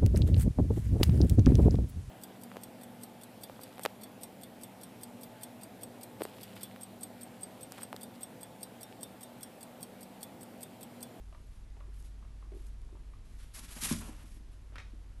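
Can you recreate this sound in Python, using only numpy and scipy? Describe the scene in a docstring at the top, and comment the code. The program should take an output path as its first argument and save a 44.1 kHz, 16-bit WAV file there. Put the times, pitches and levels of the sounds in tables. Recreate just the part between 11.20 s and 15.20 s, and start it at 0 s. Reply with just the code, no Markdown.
"""First come a faint rustle of hay and a few small knocks, over a low hum, rumble and hiss.
A guinea pig is shifting in its indoor pen. Then it bolts: dry stalks rustle and snap, its paws
scrape the floor and it thumps against a box. Knocks and soft bumps sound around the pen, and near
the end something light clatters further off. A small room gives each of these a short echo."""
import sys
import numpy as np
from scipy import signal
from scipy.fft import rfft, irfft, next_fast_len
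from scipy.io import wavfile
from scipy.ndimage import map_coordinates

SR = 44100
rng = np.random.default_rng(int(sys.argv[2]) if len(sys.argv) > 2 else 0)


def to_wav(s):
    """Save 16-bit WAV."""
    ch = np.atleast_2d(s).T  # columns
    pcm = np.round(np.clip(ch, -1, 1) * 32767)  # PCM
    wavfile.write(sys.argv[1], SR, pcm.astype(np.int16))


N = 176400  # 4 seconds


def amp(db):
    """Turn decibels into a number to multiply a sound by."""
    return 10 ** (np.asarray(db) / 20)

def unit(x):
    """Scale a sound to an average strength (rms) of 1."""
    return x / np.sqrt(np.mean(x ** 2) + 1e-20)

def along(points, hz):
    """Read between the rows of a (frequency, value) table, with octaves evenly spaced."""
    freqs, values = np.transpose(points)
    return np.interp(np.log(hz + 1), np.log(freqs + 1), values)

def wobble(rate):
    """A smooth curve that passes through `rate` random values a second."""
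    return map_coordinates(rng.standard_normal(400), [np.arange(N) * rate / SR + 2], mode="mirror")

def coloured(x, tone):
    """Make each frequency of a sound louder or softer, following a tone table."""
    size = 2 * next_fast_len(len(x) // 2 + SR // 10)
    gains = amp(along(tone, np.fft.rfftfreq(size, 1 / SR)))
    cepstrum = irfft(np.log(gains), size)
    # fold it so that ringing comes after a hit, never before
    cepstrum[1:size // 2] *= 2
    cepstrum[size // 2 + 1:] = 0
    return irfft(rfft(x, size) * np.exp(rfft(cepstrum)), size)[:len(x)]

def add(track, start_s, sound):
    """Mix a sound into the track at the given time."""
    part = track[round(start_s * SR):][:len(sound)]
    part += sound[:len(part)]

def hits(events, tone, fade_s):
    """Brief contacts: noise with the object's tone, dying away by 60 dB in fade_s."""
    out, t = np.zeros(N), np.arange(SR // 8) / SR
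    fade = amp(-60 * t / fade_s)
    for start, db, *pitch in events:
        shifted = [(hz * np.prod(pitch), level) for hz, level in tone]  # no pitch given: no shift
        burst = coloured(rng.choice([-1, 1], len(t)) * fade, shifted)
        add(out, start, amp(db) / 2 * burst * np.linalg.norm(fade) / np.linalg.norm(burst))
    return out

def pushes(rows, rise_s=0.015, fall_20db_s=0.044):
    """Loudness over time of overlapping pushes: each rises quickly, holds and falls."""
    t, power = np.arange(N) / SR, np.zeros(N)
    for start, length, db in rows:
        rise = np.clip((t - start) / rise_s, 0, 1)
        fall_db = 20 * np.clip((t - start - length) / fall_20db_s, 0, 10)
        power += (amp(db - fall_db) * rise) ** 2
    return np.sqrt(power)

def grains(per_s, spread_db, slide_db):
    """A shower of tiny cracks of mixed sizes over the noise of smooth sliding."""
    sizes = amp(spread_db * np.minimum(rng.exponential(size=N), 4))
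    shower = (rng.random(N) < per_s / SR) * sizes * rng.choice([-1, 1], N)
    return unit(unit(shower) + amp(slide_db) * rng.standard_normal(N))

# How long the room rings (frequency [Hz], time to fade by 60 dB [s])
ROOM_FADES = [(150, 0.55), (400, 0.42), (2000, 0.31), (6000, 0.47), (12000, 0.28)]
def in_room(x, echo_db, build_s=0.0093):
    """Add the room's echo: it builds up, then each frequency dies at its own speed."""
    hz, t, noise = signal.stft(rng.standard_normal(SR // 2), SR, nperseg=256)
    fade = amp(-60 * t / along(ROOM_FADES, hz)[:, None])
    build = np.minimum(t / build_s, 1) ** 2
    echo = signal.istft(noise * fade * build, SR, nperseg=256)[1]
    return x + amp(echo_db) * signal.fftconvolve(x, echo / np.linalg.norm(echo))[:N]

# The notes of the hum (frequency [Hz], level [dB])
HUM_NOTES = [(26, -54), (49.3, -49.5), (89, -62.5), (248, -78)]
# Tone of the rumble and of the hiss (frequency [Hz], relative level [dB])
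RUMBLE_TONE = [(12, -12), (25, -0.5), (38, 0), (50, -3.5), (62, -10), (80, -9), (115, -14), (160, -21.5),
               (260, -24), (400, -31), (800, -48.5), (2000, -73)]
HISS_TONE = [(100, 0.5), (400, -2.5), (800, -3.5), (1500, -7), (3000, -10.5), (6000, -15), (10000, -17.5),
             (11500, -17), (12400, -25)]
def background():
    """A slightly wavering low hum, with a deep rumble and an even hiss."""
    t, hum = np.arange(N) / SR, np.zeros(N)
    for hz, db in HUM_NOTES:
        strength = np.sqrt(2) * amp(db + 2.1 * wobble(2.69))
        hum += strength * np.sin(2 * np.pi * hz * t + .5 * wobble(2.91))
    rumble = amp(-52) * unit(coloured(rng.standard_normal(N), RUMBLE_TONE))
    hiss = amp(-67.5) * unit(coloured(rng.standard_normal(N), HISS_TONE))
    return hum + rumble + hiss

# Bounces of a light object (time [s], level [dB], pitch [ratio])
BOUNCES = [(3.5572, -39, 0.84), (3.564, -48, 0.93), (3.582, -37.5, 1.02), (3.591, -46.5, 1),
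           (3.599, -42.5, 1.1)]
# Its tone (frequency [Hz], relative level [dB])
BOUNCE_TONE = [(300, -9.5), (800, -11), (1120, -9.5), (1400, -5.5), (1880, 2.5), (2150, -6), (2480, -1),
               (2900, -8.5), (3700, -9.5), (4600, -19), (5600, -13), (7500, -26), (12000, -33)]
def clatter():
    """Something light bounces quickly; plenty of echo makes it sound further off."""
    return in_room(hits(BOUNCES, BOUNCE_TONE, fade_s=0.049), echo_db=-5)

# Soft bumps (time [s], level [dB], pitch [ratio])
BUMP_HITS = [(.2, -49.5, 0.6), (.678, -50.5, 0.98), (1.319, -39.5, 0.96), (1.335, -43.5, 0.95),
             (1.347, -42, 1), (1.364, -40, 1), (1.724, -44.5, 0.89), (1.745, -49, 0.94),
             (2.886, -37, 0.775), (3.168, -45.5, 0.86), (3.2, -46, 0.62), (3.735, -43.5, 0.73)]
# Their hollow tone (frequency [Hz], relative level [dB])
BUMP_TONE = [(100, -21), (220, -11), (320, -3), (395, 1), (460, -7), (540, -23.5), (660, -11), (900, -31.5),
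             (2500, -36), (12000, -67)]
def bumps():
    """Soft contacts around the pen ring low and hollow for a moment."""
    return in_room(hits(BUMP_HITS, BUMP_TONE, fade_s=0.048), echo_db=-11.5)

# Small knocks (time [s], level [dB], pitch [ratio]); the last, low one sounds together with a paw scrape
KNOCK_HITS = [(.126, -45, 1.01), (.147, -43.5, 1.02), (.567, -47, 0.7), (.604, -43, 1), (.623, -66, 0.54),
              (1.026, -50.5, 0.98), (1.05, -53.5, 1.1), (1.225, -47, 0.95), (1.319, -58, 0.8),
              (1.69, -55, .85), (1.751, -50.5, 0.97), (1.77, -54.5, 0.92), (1.936, -49.5, 0.98),
              (2.572, -42.5, 2.5), (2.709, -31.5, 1.05), (2.884, -44, 0.72), (3.523, -47.5, 0.52)]
# Their tone (frequency [Hz], relative level [dB])
KNOCK_TONE = [(200, -12.5), (420, -13.5), (610, 2.5), (780, -10.5), (1000, 3), (1200, 5), (1500, -13.5),
              (2600, -15), (4000, -24), (12000, -56)]
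def knocks():
    """Small, hard contacts around the pen die away quickly."""
    return in_room(hits(KNOCK_HITS, KNOCK_TONE, fade_s=0.024), echo_db=-6.5)

# Paw scrapes (time [s], length [s], level [dB])
SCRAPES = [(2.35, 0.046, -58.5), (2.485, 0.04, -60.5), (2.553, 0.016, -51), (2.64, 0.016, -47),
           (2.70, 0.017, -56), (2.803, 0.022, -49.5), (2.83, 0.065, -58), (2.90, 0.033, -63),
           (2.97, 0.051, -64), (3.518, 0.043, -65)]
# Their tone (frequency [Hz], relative level [dB])
SCRAPE_TONE = [(150, 1), (300, -7), (500, -4.5), (800, -3), (1250, -2.5), (1900, -10), (3000, -10),
               (6000, -28), (12000, -42)]
def paws():
    """Paws drag over the floor of the pen with a dull, grainy sound."""
    scrape = unit(coloured(grains(per_s=900, spread_db=3.5, slide_db=1), SCRAPE_TONE))
    return in_room(scrape * pushes(SCRAPES), echo_db=-4)

# Body and feet hitting the box (time [s], level [dB])
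BOX_HITS = [(2.385, -34.5), (2.435, -35.5), (2.564, -30.5), (2.627, -23), (2.664, -31.5), (2.7132, -9),
            (2.735, -32), (2.765, -33), (2.885, -30.5), (2.905, -33), (3.04, -35)]
# The notes the box rings with (frequency [Hz], relative level [dB], time to fade by 60 dB [s])
BOX_NOTES = [(88.6, -24, 0.27), (169.5, -18.5, 0.17), (222.5, -2, 0.043), (257.6, -10, 0.04),
             (312.5, -20.5, 0.092), (574, -28.5, 0.062)]
def box_thumps(rise_s=0.0082):
    """Each soft blow makes the box ring, with a slightly different mix of its notes."""
    out, t = np.zeros(N), np.arange(SR // 2) / SR
    rise = 1 - np.exp(-t / rise_s)
    for start, db in BOX_HITS:
        ring = np.zeros(len(t))
        for hz, level, fade_s in BOX_NOTES:
            strength = amp(level + rng.standard_normal() - 60 * t / fade_s)
            ring += strength * np.sin(2 * np.pi * hz * t)
        add(out, start, amp(db) * ring * rise)
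    return in_room(out, echo_db=-8.5)

# Pushes through the hay (time [s], length [s], relative level [dB], brightness [dB])
HAY_PUSHES = [(0, 0.41, -78.5, 0), (0.317, 0.034, -74, -1), (0.728, 0.061, -71, -1),
              (0.773, 0.037, -66.5, 4), (0.833, 0.033, -66, -2.5), (1.336, 0.11, -71.5, -2.5),
              (1.455, 0.012, -63.5, 0), (2.046, 0.34, -74, -3.5), (2.178, 0.058, -66.5, -7),
              (2.334, 0.057, -48.5, 2), (2.418, 0.036, -55.5, -3), (2.475, 0.019, -57, -6),
              (2.497, 0.038, -51, 0), (2.544, 0.071, -50, 3), (2.607, 0.024, -39.5, -1),
              (2.627, .035, -34.5, 1), (2.678, 0.033, -38.5, 0), (2.71, 0.0088, -39, -2.5),
              (2.749, 0.063, -52, 3), (2.824, 0.071, -57, 5), (2.913, 0.12, -67, -5),
              (3.046, 0.12, -66.5, -1), (3.307, 0.032, -72.5, -5)]
# Sharp ticks: stalks snapping, and last the click that starts the clatter (time [s], level [dB])
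SHARP_TICKS = [(.272, -52), (.797, -52), (.826, -44), (1.357, -53), (1.468, -45), (1.487, -52),
               (1.617, -48), (1.65, -53), (2.3485, -35), (2.3945, -29), (2.4395, -49), (2.6365, -15),
               (2.7255, -17), (2.727, -21), (3.5575, -41.5)]
# Tone of the rustle and of a tick (frequency [Hz], relative level [dB])
RUSTLE_TONE = [(250, -23.5), (600, -18), (1200, -2.5), (2500, -0.5), (4500, -2.5), (7000, -1.5),
               (9500, -0.5), (11200, 3), (12400, 1)]
TICK_TONE = [(500, -42), (3000, 3.5), (6000, 6.5), (9000, 6.5), (11200, 10.5), (12400, -7)]
def hay(split_hz=5150):
    """Each push of the guinea pig sets many dry stalks crackling; sharp ticks sound on top."""
    crackle = unit(coloured(grains(per_s=5000, spread_db=3, slide_db=1.5), RUSTLE_TONE))
    lows = signal.sosfiltfilt(signal.butter(2, split_hz, fs=SR, output="sos"), crackle)
    highs = crackle - lows
    # a brighter push has less of the low part
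    rustle = lows * pushes([(start, length, db - bright) for start, length, db, bright in HAY_PUSHES])
    rustle += highs * pushes([row[:3] for row in HAY_PUSHES])
    rustle *= amp(3.0 + 1.22 * wobble(110))  # a little louder, with a fast flicker
    ticks = hits(SHARP_TICKS, TICK_TONE, fade_s=0.0017)
    return in_room(rustle + ticks, echo_db=-9.5)

def scene():
    """Add all the sounds together in one channel."""
    return (hay() + paws() + box_thumps() + knocks() + bumps() + clatter() + background())[None]

def record(dry, top_hz=11950, edge_hz=400):
    """Cut away the very highest treble."""
    size = next_fast_len(N + SR // 2)
    keep = np.clip((top_hz - np.fft.rfftfreq(size, 1 / SR)) / edge_hz + .5, 0, 1)
    return irfft(rfft(dry, size) * keep, size)[..., :N]


dry = scene()
out = record(dry)
to_wav(out)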